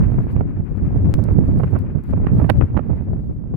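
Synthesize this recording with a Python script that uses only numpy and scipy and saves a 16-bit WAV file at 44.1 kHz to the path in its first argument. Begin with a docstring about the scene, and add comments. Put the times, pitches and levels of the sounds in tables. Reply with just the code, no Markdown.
"""Gusty storm wind crosses a hand-held camera in open farmland: each microphone port rumbles in its own
turbulence, made of coloured noise, and stronger wind adds a brighter flutter of random grains.
Single eddies slap a port with a low swing of pressure and a crackle of sharp kinks.
Behind it shaped noise makes the rush of wind over the field and a thin hiss that flares once to a sizzle.
One snap and a few ticks on the camera body are sudden starts that decay exponentially."""
import sys
import numpy as np
from scipy import signal
from scipy.fft import rfft, irfft
from scipy.io import wavfile
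from scipy.ndimage import uniform_filter1d

SR = 44100
rng = np.random.default_rng(int(sys.argv[2]) if len(sys.argv) > 2 else 0)


def dump_mix(stems):
    """Bounce the given channels to the path in sys.argv[1] as a 16-bit WAV at rate SR."""
    frames = np.atleast_2d(stems).T  # one column per channel
    limited = np.clip(frames, -1, 1)  # hard clip at full scale
    pcm = np.round(limited * 32767).astype(np.int16)
    wavfile.write(sys.argv[1], SR, pcm)


N = 156996  # length in samples
TOP_HZ = 15800  # upper limit of the camera's sound


def undb(db):
    """Decibels to amplitude ratio: 20 dB is a factor of ten."""
    return 10 ** (np.asarray(db) / 20)


def curve(rows):
    """Linear interpolation: rows of (s, value) joined by straight lines."""
    return np.interp(np.arange(N) / SR, *np.array(rows).T)


def colour(x, points):
    """Spectral shaping by (Hz, dB) points, falling away outside them; keeps white noise at its level."""
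    hz, db = np.array(points).T
    f = np.maximum(np.fft.rfftfreq(len(x), 1 / SR), 1)
    gain = undb(np.interp(np.log(f), np.log(hz), db))
    gain = gain * np.minimum(f / hz[0], 1) * np.minimum(hz[-1] / f, 1) ** 2
    return irfft(rfft(x) * gain / np.sqrt(np.mean(gain ** 2)), len(x))


def noise(points):
    """Coloured noise of level 1: white noise through a spectral shape."""
    return colour(rng.standard_normal(N), points)


def walk(hz):
    """Low-passed noise: smooth chance with spread 1 that changes about hz times a second."""
    f = np.fft.rfftfreq(N, 1 / SR)
    x = irfft(rfft(rng.standard_normal(N)) * np.exp(-(f / hz) ** 2), N)
    return x / x.std()


def even(x, span_s):
    """Division by the running power: holds the level near 1 over each span, leaving single swings free."""
    size = max(int(span_s * SR), 2)
    power = uniform_filter1d(uniform_filter1d(x ** 2, size), size)
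    return x / np.sqrt(np.abs(power) + 1e-12)


def pan(db):
    """Intensity stereo: left and right gains for a level difference, at constant mean power."""
    gain = undb(np.array([[db], [-db]]) / 2)
    return gain / np.sqrt(np.mean(gain ** 2))


def fade(at_s, decay_s):
    """Exponential decay after a sudden start."""
    t = np.arange(N) / SR
    return (t >= at_s) * np.exp(-np.abs(t - at_s) / decay_s)


def port_wind(wind_db, flutter_db, flicker_db):
    """Turbulent pressure: large eddies rumble at a port; small ones flutter, riding on the large swings."""
    # Colour of the slow pressure swings. Each row: frequency in Hz, relative density in dB per Hz.
    rumble_colour = [(25, -11.5), (45, -1), (110, 1), (180, -5), (290, -13.5), (420, -26), (1500, -71.5)]
    # Colour of the fine flutter. Each row: frequency in Hz, relative density in dB per Hz.
    flutter_colour = [(100, -16.5), (250, 1), (380, 3.5), (600, -3.5), (1050, -17), (2000, -33),
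                      (3000, -44.5), (5000, -70.5)]
    rumble_db, rumble_flicker_db, rumble_flicker_hz = 2, 3, 24.3
    breeze_db, flutter_growth = -13, 1.13  # reference wind strength; dB of flutter per dB of wind
    flutter_rate_hz = 70
    grains_per_s = 700  # tiny eddies that make up the flutter

    swings = even(noise(rumble_colour), span_s=0.025)
    surge = walk(rumble_flicker_hz)
    rumble = swings * undb(wind_db + rumble_db + rumble_flicker_db * surge)

    # spurts follow the surge in part and are softly limited to +-2
    spurts = 2 * np.tanh((.5 * surge + 0.61 * walk(flutter_rate_hz)) / 2)
    ride = np.sqrt(0.39 + 0.68 * swings ** 2)
    present = rng.random(N) < grains_per_s / SR
    grains = rng.standard_normal(N) * present * np.sqrt(SR / grains_per_s)
    level_db = flutter_db + flutter_growth * (wind_db - breeze_db) + flicker_db * spurts
    flutter = colour(grains, flutter_colour) * ride * undb(level_db)
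    return rumble + flutter


def field():
    """Broadband turbulence noise: wind rushes over the open field, flickering in level on each side."""
    # Colour of the rush. Each row: frequency in Hz, relative density in dB per Hz.
    rush_colour = [(20, 8), (300, 7.5), (600, -14), (1000, -11), (1600, -15.5), (2500, -22.5), (4500, -53)]
    # Course of the rush. Each row: time in seconds, level in dB before flicker and panning.
    rush_db = [(0, -34), (.5, -42.5), (1.1, -37.5), (2.0, -40.5), (2.5, -37), (3.1, -44), (3.4, -54.5)]
    flicker_db, flicker_hz, left_over_right_db = 3.4, 20, 10.5
    sides = [noise(rush_colour) * undb(curve(rush_db) + flicker_db * walk(flicker_hz)) for _ in range(2)]
    return pan(left_over_right_db) * np.array(sides)


def hiss():
    """Amplitude-modulated noise: a thin hiss comes in puffs shared by both ports, each with its own colour."""
    # Course of the hiss. 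Each row: time in seconds, level in dB before flicker and port gain.
    puff_db = [(.3, -69), (.38, -78), (.88, -75.5), (1.2, -67.5), (1.68, -70), (1.94, -78.5), (2.1, -69),
               (2.26, -76.5), (2.36, -64.5), (2.6, -70), (2.7, -77.5), (3.25, -75.5), (3.45, -87.5)]
    # Colour at the left port. Each row: frequency in Hz, relative density in dB per Hz.
    left_colour = [(4600, -0.5), (5500, -12.5), (8000, -5.5), (9800, -18), (11800, -12), (15500, -19.5)]
    # Colour at the right port. Each row: frequency in Hz, relative density in dB per Hz.
    right_colour = [(3000, -11.5), (9600, -26), (11200, 1.5), (15800, -23.5)]
    left_db, flicker_db, flicker_hz = 0.5, 3, 32
    puffs = undb(curve(puff_db) + flicker_db * walk(flicker_hz))
    left = noise(left_colour) * puffs * undb(left_db)
    right = noise(right_colour) * puffs
    return np.array([left, right])


def buffets():
    """Pressure transients: an eddy swells and dies in milliseconds, a low swing with a crackle of kinks."""
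    # Eddies that slap a port. Each row: centre in seconds, half length (to 1/e) in seconds,
    # relative thud level in dB, relative crackle level in dB, port (0 left, 1 right).
    eddies = [(0.143, .004, -11.5, -35.5, 1), (0.188, 0.0043, -6, -30.5, 0), (0.365, 0.001, -3, -21.5, 1),
              (0.398, 0.0035, -5.5, -40, 1), (0.41, 0.0046, -20.5, -28.5, 1), (0.601, 0.0042, -9, -42, 1),
              (1.054, 0.0079, -15, -35.5, 0), (1.289, 0.0028, -12, -29.5, 1), (1.313, 0.0053, -5, -34, 1),
              (1.389, 0.0032, 0.5, -30.5, 1), (1.602, 0.0068, -17.5, -28.5, 1),
              (1.6365, 0.0047, -16, -25.5, 1), (1.644, 0.003, -11.5, -28.5, 1),
              (1.733, 0.014, -15, -32.5, 1), (1.754, 0.0062, -14.5, -29, 1), (1.764, 0.0055, -18, -29, 1),
              (2.136, 0.0028, -13, -29, 1), (2.2694, 0.0027, -12.5, -22, 1), (2.4, 0.0061, -8, -29, 1),
              (2.42, 0.0076, -24, -28.5, 1), (2.447, 0.0053, -11.5, -28, 1),
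              (2.5004, 0.0046, -9.5, -13.5, 1), (2.6124, 0.0025, -30, -21.5, 0),
              (2.624, 0.0033, -9, -25, 0), (2.64, 0.0028, -2, -29.5, 0), (2.7685, 0.0015, -6, -23.5, 1),
              (2.772, 0.00086, -18, -22.5, 1), (2.7755, 0.0013, -14.5, -20, 1),
              (2.7855, 0.0009, -15, -31, 1), (2.794, 0.004, -12.5, -27, 1), (2.903, 0.0066, -18, -32.5, 1),
              (2.932, 0.0013, -29.5, -32.5, 1), (3.543, 0.006, -15, -34, 0)]
    # Colour of the crackle. Each row: frequency in Hz, relative density in dB per Hz.
    crackle_colour = [(150, -2), (360, 5.5), (1000, -4), (1700, -11), (2700, -15.5), (4200, -31.5),
                      (7000, -59)]
    thud_hz, thud_s = 124, 0.0037  # mean pitch, shortest half length
    kink_gap_s, kink_size, grit_db = .0025, 1, -24  # spacing, size beside the central kink, noise between
    crackle_gain_db = 10.5
    # harder and shorter eddies crackle brighter
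    base_edge_hz, edge_at_db, edge_db_per_octave = 2550, -20, 7.5

    t, out = np.arange(N) / SR, np.zeros((2, N))
    grit = rng.standard_normal(N) * undb(grit_db)
    order = np.arange(-6, 7)  # kinks counted from the central one
    chance = rng.standard_normal((len(eddies), 2, len(order)))
    swings = rng.random((len(eddies), 2))
    for eddy, (late, size), (octave, turn) in zip(eddies, chance, swings):
        at_s, half_s, thud_db, crackle_db, port = eddy
        near = np.abs(t - at_s) < .06
        age = t[near] - at_s

        pitch_hz = thud_hz * 2 ** (octave - .5)
        swing = np.sqrt(2) * np.cos(2 * np.pi * (pitch_hz * age + turn))
        thud = swing * np.exp(-(age / np.hypot(thud_s, half_s)) ** 2)

        # band-limited impulses; only the central kink has a fixed time and size
        when = kink_gap_s * np.where(order, order + late / 2, 0)
        kinks = np.sinc((age[:, None] - when) * SR) @ np.where(order, kink_size * size, 1)
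        crackle = colour((kinks + grit[near]) * np.exp(-(age / half_s) ** 2), crackle_colour)
        octaves_up = (crackle_db - edge_at_db) / edge_db_per_octave
        edge_hz = min(base_edge_hz * 2 ** octaves_up * (kink_gap_s / half_s) ** 0.16, TOP_HZ)
        crackle = signal.sosfilt(signal.butter(2, edge_hz, fs=SR, output="sos"), crackle)
        crackle = crackle * np.sqrt(half_s * SR) / np.linalg.norm(crackle)  # level 1 over a half length

        out[round(port), near] += thud * undb(thud_db) + crackle * undb(crackle_gain_db + crackle_db)
    return out


def snap():
    """Step excitation: pressure jumps suddenly, then relaxes exponentially."""
    at_s, decay_s = 1.1401, 0.01
    level_db, left_over_right_db = -11.5, 16
    return pan(left_over_right_db) * undb(level_db) * fade(at_s, decay_s)


def ticks():
    """Impulsive excitation: each tiny dry tick on the camera body is noise with a very fast decay."""
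    # Ticks on the body. Each row: start in seconds, level in dB before panning,
    # left-minus-right level in dB.
    body_ticks = [(1.1945, -44, 9), (1.2398, -32, 19), (1.59, -40, -12.5), (1.79, -41, -8.5),
                  (2.038, -45, -10)]
    # Colour of a tick. Each row: frequency in Hz, relative density in dB per Hz.
    tick_colour = [(2000, 8.5), (7000, -3), (11800, 4), (15500, -8.5)]
    decay_s = 0.00034
    out = np.zeros((2, N))
    grit = even(noise(tick_colour), span_s=.001)
    for at_s, level_db, left_over_right_db in body_ticks:
        out += pan(left_over_right_db) * undb(level_db) * grit * fade(at_s, decay_s)
    return out


def sizzle():
    """Noise burst under a bell-shaped envelope: the hiss flares at the right port in the hardest eddy."""
    # Colour of the sizzle. Each row: frequency in Hz, relative density in dB per Hz.
    sizzle_colour = [(2900, 1), (4100, 0), (5200, -27), (9500, -16.5), (11400, -4.5), (15000, -32)]
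    at_s, half_s, level_db = 2.4995, 0.0021, -22.5  # half length is to 1/e
    age = np.arange(N) / SR - at_s
    right = noise(sizzle_colour) * undb(level_db) * np.exp(-(age / half_s) ** 2)
    return np.array([np.zeros(N), right])


def scene():
    """Superposition: the pressures of all sources add at the two ports."""
    # Wind strength at the left port. Each row: time in seconds, relative level in dB.
    wind_left = [(0, -15), (.13, -28.5), (0.179, -17.5), (.26, -22.5), (0.679, -25), (.87, -19.5),
                 (1.1, -15), (1.17, -24), (1.6, -19.5), (1.7, -28), (1.83, -21), (2.041, -33.5),
                 (2.098, -18.5), (2.409, -20), (2.502, -28.5), (2.57, -14), (2.639, -13), (2.68, -38),
                 (2.73, -20), (2.83, -37), (2.9, -25), (3.04, -31.5), (3.122, -12), (3.21, -29.5),
                 (3.3, -24), (3.43, -37.5), (3.549, -22)]
    # Wind strength at the right port. 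Each row: time in seconds, relative level in dB.
    wind_right = [(0, -8), (.06, -12.5), (.26, -18), (0.312, -24), (0.379, -16.5), (.54, -33.5),
                  (0.601, -19), (.68, -41), (0.721, -19), (0.781, -40.5), (.82, -12.5), (0.901, -27.5),
                  (0.958, -12.5), (1.12, -22), (1.17, -13), (1.419, -13.5), (1.66, -15.5), (1.69, -23),
                  (1.74, -13), (1.809, -26), (1.991, -20), (2.031, -35), (2.141, -16), (2.51, -14.5),
                  (2.69, -25), (2.77, -11.5), (2.819, -23), (2.89, -19), (3.08, -26), (3.55, -25)]
    # Flutter, left port then right. Each row: relative level at the reference wind strength in dB,
    # flicker in dB per unit of spurt.
    port_flutter = [(-29.5, 3), (-31.5, 7.5)]
    winds = zip((wind_left, wind_right), port_flutter)
    ports = np.array([port_wind(curve(wind), *flutter) for wind, flutter in winds])
    return ports + field() + hiss() + buffets() + snap() + ticks() + sizzle()


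def record(dry):
    """Saturation and band limiting: the camera rounds the largest swings and cuts the top."""
    overload = 1  # amplitude that the rounded swings approach
    rounded = dry / (1 + (dry / overload) ** 4) ** (1 / 4)
    low_pass = signal.ellip(8, .2, 70, TOP_HZ, fs=SR, output="sos")  # ripple and stop band in dB
    return signal.sosfilt(low_pass, rounded)


dry = scene()
out = record(dry)
dump_mix(out)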